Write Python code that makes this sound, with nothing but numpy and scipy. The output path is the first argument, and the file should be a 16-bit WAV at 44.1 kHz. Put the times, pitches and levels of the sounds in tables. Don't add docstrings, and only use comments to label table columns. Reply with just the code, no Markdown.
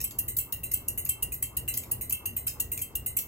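import sys
import numpy as np
from scipy import signal
from scipy.fft import rfft, irfft
from scipy.io import wavfile
from scipy.ndimage import uniform_filter1d

SR = 44100
rng = np.random.default_rng(int(sys.argv[2]) if len(sys.argv) > 2 else 0)


def waveform_to_disk(signal):
    frames = np.transpose(np.atleast_2d(signal))
    scaled = np.clip(frames, -1, 1) * 32767
    samples = np.round(scaled).astype(np.int16)
    wavfile.write(sys.argv[1], SR, samples)


N = 144207

# f/Hz, relative level/dB per Hz
AIR_SPECTRUM = [(20, -15), (33, -11.5), (48, 0), (62, 2), (80, -0.5), (100, -2.5), (135, -7.5),
                (200, -12.5), (310, -12.5), (500, -19), (850, -26.5), (1150, -28.5), (1550, -35),
                (3500, -48.5), (9000, -45), (16000, -76)]
# f/Hz, level/dB
AIR_SIDE_LEVEL = [(50, -28), (120, -9), (300, -11), (600, -5), (1200, -3.5), (4000, 4)]
# t/s into the turn, level/dB
TURN_SURGE = [(.06, 1.5), (.11, -5), (.165, -5), (.19, 3.5), (.3, 0)]
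# f/Hz, rms level/dB
HUM_PARTIALS = [(59.5, -68), (117, -55.5), (120, -59), (232, -69.5)]
# t/s, relative level/dB, treble tilt/(dB per octave), chatter decay/s
HARDWARE_TICKS = [(0.005, -26.5, -3, 0.0031), (0.0148, -22, -0.5, 0.0013), (.110, -32, -3.5, 0.0066),
                  (0.3686, -21.5, 3, 0.0038), (0.3737, -22.5, 14, 0.0025), (0.717, -21, 0.5, 0.0031),
                  (0.722, -30, 7, 0.0024), (1.0523, -25, 5, 0.0042), (1.0624, -34, -6, 0.0057),
                  (1.339, -26, 11, 0.0093), (1.741, -21.5, 0, .0015), (1.836, -34, -3.5, 0.0034),
                  (2.098, -24.5, 4.5, .003), (2.108, -28, -3.5, 0.005), (2.48, -20, -2, 0.0042),
                  (2.777, -25.5, -2, 0.0016), (2.792, -32.5, -3.5, .003), (3.189, -19, 0.5, 0.0026)]
# t/s, relative level/dB, treble tilt/(dB per octave), low ring level/dB, chatter decay/s
FIRST_KNOCKS = [(0.189, -11.5, 2, -6, 0.0051), (0.5267, -16.5, -1, -4, 0.0011),
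                (0.884, -13, 2.5, -4.5, 0.0038), (1.2272, -12.5, 1.5, -0.5, 0.0073),
                (1.5706, -14, -0.5, -7.5, 0.0051), (1.916, -14, 1.5, -7, 0.004),
                (2.2595, -15, 1, 1.5, 0.0016), (2.602, -12, 0, -8, 0.0045), (2.9551, -15, 2, 1.5, 0.0022)]
SECOND_KNOCKS = [(0.2835, -22, 0.014, 2, 0.025), (0.637, -23.5, 0.29, -4, 0.011),
                 (0.9789, -21, 0.13, 0.0, 0.016), (1.3233, -24, -0.055, 0.0, 0.0025),
                 (1.6815, -19.5, -1.1, -6, 0.032), (2.0135, -23, 0.012, -1, 0.0019),
                 (2.3676, -23.5, -0.087, -1, 0.016), (2.7192, -22, -0.29, 1, 0.015),
                 (3.0641, -21, -0.12, 1, 0.01)]
THIRD_KNOCKS = [(0.042, -15.5, -0.64, -2, 0.0086), (0.387, -13, -0.15, -3, 0.0045),
                (0.739, -14, -0.34, 1, 0.0032), (1.0927, -11.5, 0.47, 5, 0.006),
                (1.4272, -14.5, -0.55, -2, 0.0014), (1.774, -15.5, -0.66, -6.5, 0.0038),
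                (2.126, -13, 0.42, 3.5, 0.0043), (2.4693, -17, -0.54, 2, 0.012),
                (2.818, -16, -0.49, -2.5, 0.0044), (3.1695, -12.5, 0.37, -3.5, 0.005)]
# f/Hz, relative level/dB
FIRST_SHADE_MODES = [(1927, 6.5), (2147, -2), (2734, 15), (2810, 20.5), (3116, 5.5), (4129, 0.5),
                     (4720, -10), (5098, -8), (5631, -5), (6750, 6.5), (6912, -15), (8301, 16.5),
                     (8505, 12.5), (8704, 15), (9576, 12.5), (10987, 8.5), (11094, 18), (11353, -15),
                     (11697, 15.5), (12435, 15), (13404, 0), (14389, 18), (14798, -4), (15590, -5)]
SECOND_SHADE_MODES = [(1981, 11), (2067, 12.5), (2760, 4), (2901, 9), (3984, 11), (4180, 1), (4640, -7),
                      (5615, 0), (5954, -13.5), (6621, 13.5), (6724, 13), (7628, 18), (8236, 20),
                      (8548, 26), (8645, 21.5), (8860, 23), (9006, 15), (9383, -6), (11358, 16),
                      (11514, 15), (11697, 17), (12010, 5), (12295, 4), (13888, -3), (14804, 4),
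                      (15202, 19), (15299, 22.5)]
THIRD_SHADE_MODES = [(2153, 7.5), (2691, 15), (2858, 7.5), (3122, 15.5), (3246, -0.5), (4059, 3),
                     (4301, -2.5), (4770, -2), (5200, -5.5), (5572, 0.5), (6158, 2.5), (6944, 5.5),
                     (7800, 18.5), (8591, 20), (9232, 11), (9458, 0), (9582, -3), (11030, 25), (11380, 19),
                     (11590, 12.5), (11880, 11), (12101, -1), (13587, 16), (13867, -2), (14211, 9),
                     (14728, 20)]
# f/Hz, relative level/dB
FIRST_CONTACT = [(1500, -28), (2300, -23), (2750, -5), (3500, -19.5), (4500, -19), (5500, -15), (7200, -7),
                 (8500, 1), (9600, 0), (10300, -1), (11300, -1), (13200, -2), (14600, 4.5), (15500, -2),
                 (16300, -6)]
SECOND_CONTACT = [(1500, -21), (2300, -16.5), (2750, 3), (3500, -29), (5500, -26.5), (7200, -11.5),
                  (8500, -6), (9600, -3), (10300, 0.5), (11300, 5.5), (13200, -0.5), (14600, 10.5),
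                  (15500, 2), (16300, -14)]
THIRD_CONTACT = [(1500, -20), (2300, -14.5), (2750, -14), (3500, -21), (5500, -18.5), (7200, -2),
                 (8500, 5.5), (9600, 3.5), (10300, 1.5), (11300, 6.5), (13200, 2), (14600, 12), (15500, -9),
                 (16300, -11)]
HARDWARE_CONTACT = [(1500, -26.5), (2300, -15), (2750, -10), (3500, -16.5), (5500, -7), (7200, -5),
                    (8500, -2), (10000, -4.5), (11300, 6), (13200, -0.5), (14600, -2), (15500, 5),
                    (16300, -12)]
# f/Hz, 60 dB decay time/s
MODE_T60 = [(2000, 0.49), (2800, 0.22), (4000, 0.19), (6000, 0.12), (8500, 0.14), (11000, 0.099),
            (15000, 0.044)]
# f/Hz, share of power (0-1)
DIFFUSE_SHARE = [(2000, 0.22), (2800, 0.2), (3100, 0.15), (4000, 1), (5500, 0.77), (6600, 0.06), (7400, 1),
                 (8500, 0.19), (9500, 0), (11000, 0.04), (12000, 0), (13200, 0.03), (14500, 0.4),
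                 (15500, 0.8)]
# f/Hz, lag/rad
PORT_PHASE_LAG = [(2000, 0.4), (2750, -1.5), (3050, -2.5), (5000, -4), (5600, 0), (7100, 0.6), (7800, 1.5),
                  (9200, 3), (10300, 3.5), (11000, 4.5), (12400, 5.5), (13700, 5.5), (15000, 8),
                  (15700, 12)]

TURN_S = 0.3465
AIR_DB, GUST_DB, GUST_S, EDDY_DB = -46, 1.5, 0.26, 1.26
RUMBLE_HZ = 170
SWISH_DB, SWISH_HZ, SWISH_WIDTH_OCT = -58, 990, 0.33
SWISH_S, SWISH_LENGTH_S = 0.155, 0.028
ATTACK_S, SCUFF_S = 0.00094, 0.003
ROOM_T60_S = 0.24
RIPPLE_DB, RIPPLE_HZ = 7, 209
MODE_SCATTER_DB, CROWD_SCATTER_DB = 0.5, 5
BEAT_HZ, TWIN_DB = 49.8, -6.5
CROWD_DB, CROWD_TILT_DB = -11, -1
RING_RISE_S = 0.002
LOW_RING_HZ, LOW_RING_WIDTH_HZ = 2620, 370
TOP_HZ = 15700


def amp(db):
    return 10 ** (np.asarray(db) / 20)


def at(table, hz):
    f, v = np.array(table, float).T
    return np.interp(np.log(np.maximum(hz, 1)), np.log(f), v)


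def unit(x):
    return x / np.sqrt(np.mean(x ** 2))


def walk(rate):
    k = int(SR / rate)
    held = np.repeat(rng.standard_normal(N // k + 1), k)
    smooth = uniform_filter1d(uniform_filter1d(held, k), k)
    return unit(smooth[:N])


def surge():
    return amp(np.interp(np.arange(N) / SR, *np.array(TURN_SURGE).T, period=TURN_S))


def rush(gain):
    hz = np.fft.rfftfreq(N, 1 / SR)
    mid, side = rfft(rng.standard_normal((2, N))) * gain
    side = side * amp(at(AIR_SIDE_LEVEL, hz))
    return unit(irfft(mid + np.array([[1], [-1]]) * side, N))


def air():
    t, hz = np.arange(N) / SR, np.fft.rfftfreq(N, 1 / SR)
    flow = amp(AIR_DB) * rush(amp(at(AIR_SPECTRUM, hz)))
    rumble = irfft(rfft(flow) / (1 + (hz / RUMBLE_HZ) ** 4), N)
    gust_db = GUST_DB * np.cos(2 * np.pi * (t - GUST_S) / TURN_S)
    swell = amp(gust_db + EDDY_DB * walk(18))

    octaves = np.log2(np.maximum(hz, 1) / SWISH_HZ)
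    band = np.exp(-.5 * (octaves / SWISH_WIDTH_OCT) ** 2)
    swish = amp(SWISH_DB + 2 * walk(8.19)) * rush(band)
    from_swish = (t - SWISH_S + TURN_S / 2) % TURN_S - TURN_S / 2
    swish_env = np.exp(-.5 * (from_swish / SWISH_LENGTH_S) ** 2)
    return surge() * rumble + swell * (flow - rumble) + swish * swish_env


def motor(waver_db):
    t = np.arange(N) / SR
    hum = np.zeros(N)
    for hz, db in HUM_PARTIALS:
        level = np.sqrt(2) * amp(db + waver_db * walk(6.15))
        phase = 2 * np.pi * (hz * t + rng.random()) + 0.62 * walk(6.18)
        hum += level * np.sin(phase)
    return hum


def add(out, sound, start):
    i, length = int(round(start * SR)), sound.shape[1]
    lo, hi = max(i, 0), min(i + length, N)
    faded = sound * np.minimum(np.linspace(4, 0, length), 1)
    out[:, lo:hi] += faded[:, lo - i:hi - i]


def ports(direct, around, hz):
    share = np.clip(at(DIFFUSE_SHARE, hz), .01, .99)
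    lag = np.exp(-1j * at(PORT_PHASE_LAG, hz) * np.array([[0], [1]]))
    return np.sqrt(1 - share) * direct * lag + np.sqrt(share) * around


def onset(scuff_db, size=12288):
    t = np.arange(size) / SR - SCUFF_S
    strike = np.clip(t / ATTACK_S + 1, 0, 1)
    return t, np.maximum(strike, amp(scuff_db) * (t < 0))


def tilted(hz, tilt_db):
    return amp(tilt_db * np.log2(np.maximum(hz, 1500) / 11000))


def click(colour, tilt_db, chatter_s, room_db, scuff_db):
    t, attack = onset(scuff_db)
    age, hz = np.maximum(t, 0), np.fft.rfftfreq(len(t), 1 / SR)
    chatter = np.exp(-age / max(chatter_s, .0005))
    room = amp(room_db) * np.exp(-np.log(1000) * age / ROOM_T60_S)
    env = attack * np.hypot(chatter, room)
    steps = np.repeat(rng.standard_normal(len(t) // 32), 32)
    env = env * amp(2.5 * steps * np.exp(-age / .03))
    noise = rfft(rng.standard_normal((3, len(t))) * env / np.linalg.norm(env))

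    bumps = rng.uniform(-1.5, 1, size=256) * np.sqrt(3)
    ripple = unit(amp(RIPPLE_DB * np.interp(hz / RIPPLE_HZ, np.arange(len(bumps)), bumps)))
    low_cut = 1 / np.hypot(1, (900 / np.maximum(hz, 1)) ** 2)
    gain = amp(at(colour, hz)) * ripple * tilted(hz, tilt_db) * low_cut
    return irfft(ports(noise[0], noise[1:], hz) * gain)


def hardware(click_db, room_db, scuff_db):
    out = np.zeros((2, N))
    for start, db, tilt_db, chatter_s in HARDWARE_TICKS:
        tick = click(HARDWARE_CONTACT, tilt_db, chatter_s, room_db, scuff_db)
        add(out, amp(db + click_db) * tick, start - SCUFF_S)
    return out


def shade(knocks, modes, colour, click_db, ring_db, room_db, ring_scale, scuff_db, count=72):
    out, (t, attack) = np.zeros((2, N)), onset(scuff_db)
    main_hz, main_db = np.array(modes, float).T
    spacing = BEAT_HZ * rng.uniform(0.35, 2.026, len(modes)) * np.sqrt(main_hz / 5000)
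    twin_hz = main_hz + spacing * rng.choice([-1, 1], len(modes))
    crowd_hz = 3900 + 11700 * (np.arange(count) + rng.random(count)) / count
    crowd_slope_db = CROWD_TILT_DB * np.log2(crowd_hz / crowd_hz.mean())
    crowd_db = at(colour, crowd_hz) + CROWD_DB + crowd_slope_db
    hz = np.concatenate([main_hz, twin_hz, crowd_hz])
    mode_db = np.concatenate([main_db, main_db + TWIN_DB, crowd_db])
    scatter_db = np.where(np.arange(len(hz)) < len(modes), MODE_SCATTER_DB, CROWD_SCATTER_DB)
    low = np.exp(-.5 * ((hz - LOW_RING_HZ) / LOW_RING_WIDTH_HZ) ** 2)

    tau = ring_scale * at(MODE_T60, hz) / np.log(1000)
    phase = (2 * np.pi * hz[:, None] * t).astype(np.float32)
    rise = 1 - np.exp(-np.maximum(t + ATTACK_S, 0) / RING_RISE_S)
    decay = np.exp(-np.maximum(t, 0) / tau[:, None])
    fade = (attack * rise * decay).astype(np.float32)
    rings = np.vstack([fade * np.cos(phase), fade * np.sin(phase)])

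    for start, db, tilt_db, low_ring_db, chatter_s in knocks:
        knock_db = mode_db + low_ring_db * low + scatter_db * rng.standard_normal(len(hz))
        size = amp(knock_db) * tilted(hz, tilt_db) * 2 / (tau * SR)
        blur = np.sqrt(2 * np.abs(at(DIFFUSE_SHARE, hz))) * rng.standard_normal(len(hz))
        lag = at(PORT_PHASE_LAG, hz) + blur
        start_phase = 2 * np.pi * rng.random(len(hz)) - lag * np.array([[0], [1]])
        struck = size * np.exp(1j * start_phase)
        ring = np.hstack([struck.real, -struck.imag]).astype(np.float32) @ rings
        contact = click(colour, tilt_db, chatter_s, room_db, scuff_db)
        sound = amp(click_db) * contact + amp(ring_db) * ring
        add(out, amp(db) * sound, start - SCUFF_S)
    return out


def scene():
    lean_db = 0.28
    bed = (air() + surge() * motor(waver_db=3.0)) * amp([[lean_db], [-lean_db]])
    ticks = hardware(click_db=24.0, room_db=-8.5, scuff_db=-13)
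    third = shade(THIRD_KNOCKS, THIRD_SHADE_MODES, THIRD_CONTACT, click_db=16.0, ring_db=13.5,
                  room_db=-12.0, ring_scale=1.29, scuff_db=-9.5)
    first = shade(FIRST_KNOCKS, FIRST_SHADE_MODES, FIRST_CONTACT, click_db=19, ring_db=15.5,
                  room_db=-12.5, ring_scale=0.96, scuff_db=-9)
    second = shade(SECOND_KNOCKS, SECOND_SHADE_MODES, SECOND_CONTACT, click_db=22, ring_db=18,
                   room_db=-1.5, ring_scale=1.45, scuff_db=0)
    return bed + ticks + third + first + second


def record(dry):
    low_pass = signal.ellip(8, .2, 70, TOP_HZ, fs=SR, output="sos")
    return signal.sosfilt(low_pass, dry)


dry = scene()
out = record(dry)
waveform_to_disk(out)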